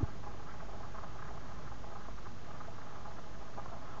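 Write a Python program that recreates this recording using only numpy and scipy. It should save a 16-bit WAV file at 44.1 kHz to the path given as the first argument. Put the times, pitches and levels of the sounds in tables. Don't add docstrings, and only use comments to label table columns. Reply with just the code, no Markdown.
import sys
import numpy as np
from scipy import signal
from scipy.fft import rfft, irfft, next_fast_len
from scipy.io import wavfile
from scipy.ndimage import map_coordinates

SR = 44100
rng = np.random.default_rng(int(sys.argv[2]) if len(sys.argv) > 2 else 0)


def file_out(sig):
    cols = np.atleast_2d(sig).T
    lim = np.clip(cols, -1, 1)
    pcm = np.round(lim * 32767).astype(np.int16)
    wavfile.write(sys.argv[1], SR, pcm)


N = 176400


def bumblebees(trim_db=-1.5, lead_s=0.001488, weak_per_s=70, gap_s=0.018, echo_db=-7.5, echo_t60_s=0.28):
    # (time [s], length [s], level before trim and EQ [dB], ring [Hz])
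    clear_buzzes = [(0.043, 0.026, -46.0, 950), (0.241, 0.015, -45.5, 1110), (0.272, 0.015, -43.5, 826),
                    (0.346, 0.0078, -40.5, 855), (0.403, 0.011, -44, 960), (0.494, 0.02, -45.5, 1260),
                    (0.55, 0.023, -47, 890), (0.607, 0.011, -42.5, 1330), (0.627, 0.01, -46, 810),
                    (0.695, 0.014, -46.5, 870), (0.743, 0.024, -45, 870), (0.81, 0.011, -44.5, 820),
                    (0.845, 0.019, -43.6, 1080), (0.952, 0.014, -42, 1150), (0.987, 0.014, -41.5, 1160),
                    (1.039, 0.015, -41.5, 1020), (1.114, 0.0097, -48.5, 1270), (1.162, 0.023, -47.5, 930),
                    (1.197, 0.014, -43.5, 1180), (1.226, 0.0079, -42, 1210), (1.255, 0.011, -45.5, 1190),
                    (1.284, 0.018, -45.5, 1350), (1.31, 0.0072, -42, 855), (1.378, 0.011, -46.5, 1100),
                    (1.518, 0.014, -44, 1040), (1.674, 0.02, -46.5, 1340), (1.723, 0.011, -44, 930),
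                    (1.844, 0.0087, -43.5, 900), (1.876, 0.018, -47.5, 820), (1.963, 0.017, -44.5, 990),
                    (2.087, 0.0078, -41, 834), (2.187, 0.011, -45, 1120), (2.265, 0.017, -45.5, 1140),
                    (2.512, 0.0071, -42.5, 1160), (2.611, 0.012, -42.8, 1100), (2.686, 0.011, -44.5, 770),
                    (2.788, 0.011, -46, 1046), (2.896, 0.037, -50.5, 1230), (3.058, 0.012, -46, 1110),
                    (3.08, 0.013, -45, 830), (3.117, 0.027, -47.5, 990), (3.173, 0.012, -47.5, 1290),
                    (3.188, 0.0089, -41, 880), (3.417, 0.02, -46.0, 800), (3.497, 0.016, -47.5, 830),
                    (3.582, 0.013, -39.5, 835), (3.599, 0.0084, -45, 1060), (3.662, 0.0072, -40.5, 960),
                    (3.731, 0.019, -42, 876), (3.77, 0.014, -44.5, 800), (3.889, 0.026, -48.5, 1040),
                    (3.944, 0.032, -47.5, 1230), (3.978, 0.013, -44, 1040)]
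    # (time [s], level before EQ [dB])
    chatter_ride = [(0, -48), (.15, -58), (.55, -52), (.67, -59.5), (1.0, -55), (1.6, -53), (1.8, -55),
                    (2.0, -51.5), (2.22, -62), (2.38, -58.5), (2.5, -52.5), (2.75, -56), (2.9, -52),
                    (3.1, -55), (3.28, -57), (3.5, -54.5), (4, -53)]
    # (frequency [Hz], gain [dB])
    buzz_eq = [(150, -11.5), (385, -0.5), (535, -7), (660, 4.5), (750, -7), (825, 5), (930, -10),
               (1040, 0.5), (1140, -5.5), (1232, 2.5), (1400, -5), (1480, -6), (1600, -1), (1850, -6.5),
               (1950, -5.5), (2400, -13.5), (4000, -25.5)]
    t = np.arange(SR // 2) / SR
    tail = rng.standard_normal(len(t)) * amp(-60 * t / echo_t60_s)
    track = np.zeros(N)
    for time_s, length_s, db, ring_hz in clear_buzzes:
        add(track, amp(db + trim_db) * buzz(length_s, ring_hz), time_s - lead_s)
    clear_times = np.transpose(clear_buzzes)[0]
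    for slot in range(int(weak_per_s * N / SR)):
        time_s = (slot + rng.uniform(0, 1)) / weak_per_s
        db = np.interp(time_s, *np.transpose(chatter_ride)) + 1.97 * rng.standard_normal()
        detune_oct = 0.28 * np.clip(rng.standard_normal(), -2, 2)
        weak = buzz(length_s=0.015, ring_hz=1093 * 2 ** detune_oct)
        if np.min(np.abs(clear_times - time_s)) > gap_s:
            add(track, amp(db) * weak, time_s)
    echo = signal.fftconvolve(track, tail / np.linalg.norm(tail))[:N]
    return coloured(track + amp(echo_db) * echo, buzz_eq)


def buzz(length_s, ring_hz, pulse_hz=205.76, count=17, decay_s=0.00093, rasp_gain=0.83, rasp_oct=0.53):
    t = np.arange(-SR // 24, SR // 24) / SR
    period_s = 1 / (pulse_hz * (1 + 0.015 * rng.standard_normal()))
    jitter = 0.066 * rng.standard_normal(count)
    onsets = period_s * (np.arange(count) - count // 2 + jitter)
    hz = ring_hz * 2 ** (-0.25 * np.clip(onsets / length_s, -1, 1))
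    age = np.maximum(t - onsets[:, None], 0)
    pulses = np.sum(np.exp(-age / decay_s) * np.sin(2 * np.pi * hz[:, None] * age), axis=0)
    edges_hz = [ring_hz / 2 ** rasp_oct, ring_hz * 2 ** rasp_oct]
    band = signal.butter(2, edges_hz, "band", fs=SR, output="sos")
    rasp = signal.sosfilt(band, rng.standard_normal(len(t)))
    width_s = length_s * np.where(t < 0, 0.85, 1)
    swell = 2 ** (-2 * (t / width_s) ** 2)
    return unit(unit(pulses) + rasp_gain * unit(rasp)) * swell


def camera_bump():
    # (time [s], pitch [Hz], half-width [s], envelope peak [dB])
    knocks = [(.014, 284, 0.0077, -35), (0.0298, 270, 0.0021, -27), (0.0354, 94.4, 0.0078, -22.5),
              (.05, 91, .01, -45)]
    t = np.arange(N) / SR
    track = np.zeros(N)
    for time_s, hz, width_s, db in knocks:
        envelope = amp(db) * np.exp(-((t - time_s) / width_s) ** 2)
        track += envelope * np.sin(2 * np.pi * hz * (time_s - t))
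    return track


def air_rumble(level_db=-51, sway_db=0.5):
    # (frequency [Hz], relative level [dB])
    spectrum = [(15, -11.5), (30, -6.5), (65, -4), (110, -0.5), (170, -5), (300, -10.5), (550, -14.5),
                (1000, -20.5), (2000, -26), (4000, -54.5)]
    return amp(level_db + sway_db * wobble(4.2)) * noise(spectrum)


def distant_hum(pitch_hz=50.7, wander_hz=1.5, waver_db=2.3):
    # (time [s], rms level [dB])
    hum_ride = [(0, -55), (2.249, -54), (2.5, -67), (2.85, -68), (3.05, -58), (3.701, -56), (3.8, -60),
                (4, -64)]
    phase = 2 * np.pi * np.cumsum(pitch_hz + wander_hz * wobble(3.4)) / SR
    db = np.interp(np.arange(N) / SR, *np.transpose(hum_ride)) + waver_db * wobble(9)
    return amp(db) * np.sqrt(2) * np.sin(phase)


def amplifier_noise(hiss_db=-62):
    # (frequency [Hz], relative level [dB])
    spectrum = [(100, 1), (2000, -2), (3000, -2), (4500, -4.5), (6600, -5.5), (7100, -10.5), (7600, -19),
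                (8000, -35.5)]
    # (frequency [Hz], rms level [dB])
    tones = [(3112, -85), (6223, -86), (6665, -84)]
    t = np.arange(N) / SR
    whine = sum(amp(db) * np.sqrt(2) * np.sin(2 * np.pi * hz * t) for hz, db in tones)
    return amp(hiss_db) * noise(spectrum) + whine


def amp(db):
    return 10 ** (np.asarray(db) / 20)


def unit(x):
    return x / np.sqrt(np.mean(x ** 2) + 1e-20)


def wobble(rate):
    points = rng.standard_normal(int(N * rate / SR) + 4)
    return map_coordinates(points, [np.arange(N) * rate / SR])


def coloured(x, curve):
    size = 2 * next_fast_len(N)
    hz, db = np.transpose(curve)
    bin_db = np.interp(np.log(np.fft.rfftfreq(size, 1 / SR) + 1), np.log(hz + 1), db)
    cepstrum = irfft(np.log(amp(bin_db)))
    cepstrum[1:size // 2] *= 2
    cepstrum[size // 2 + 1:] = 0
    return irfft(rfft(x, size) * np.exp(rfft(cepstrum)))[:N]


def noise(spectrum):
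    return unit(coloured(rng.standard_normal(N), spectrum))


def add(track, sound, centre_s):
    at = round(centre_s * SR) - len(sound) // 2 + np.arange(len(sound))
    inside = (at >= 0) & (at < N)
    track[at[inside]] += sound[inside]


def scene():
    return (air_rumble() + distant_hum() + amplifier_noise() + camera_bump() + bumblebees())[None]


def record(dry, top_hz=8000, dc_offset=0.0186):
    size = next_fast_len(N + SR // 2)
    passband = np.fft.rfftfreq(size, 1 / SR) < top_hz
    return dc_offset + irfft(rfft(dry, size) * passband, size)[..., :N]


dry = scene()
out = record(dry)
file_out(out)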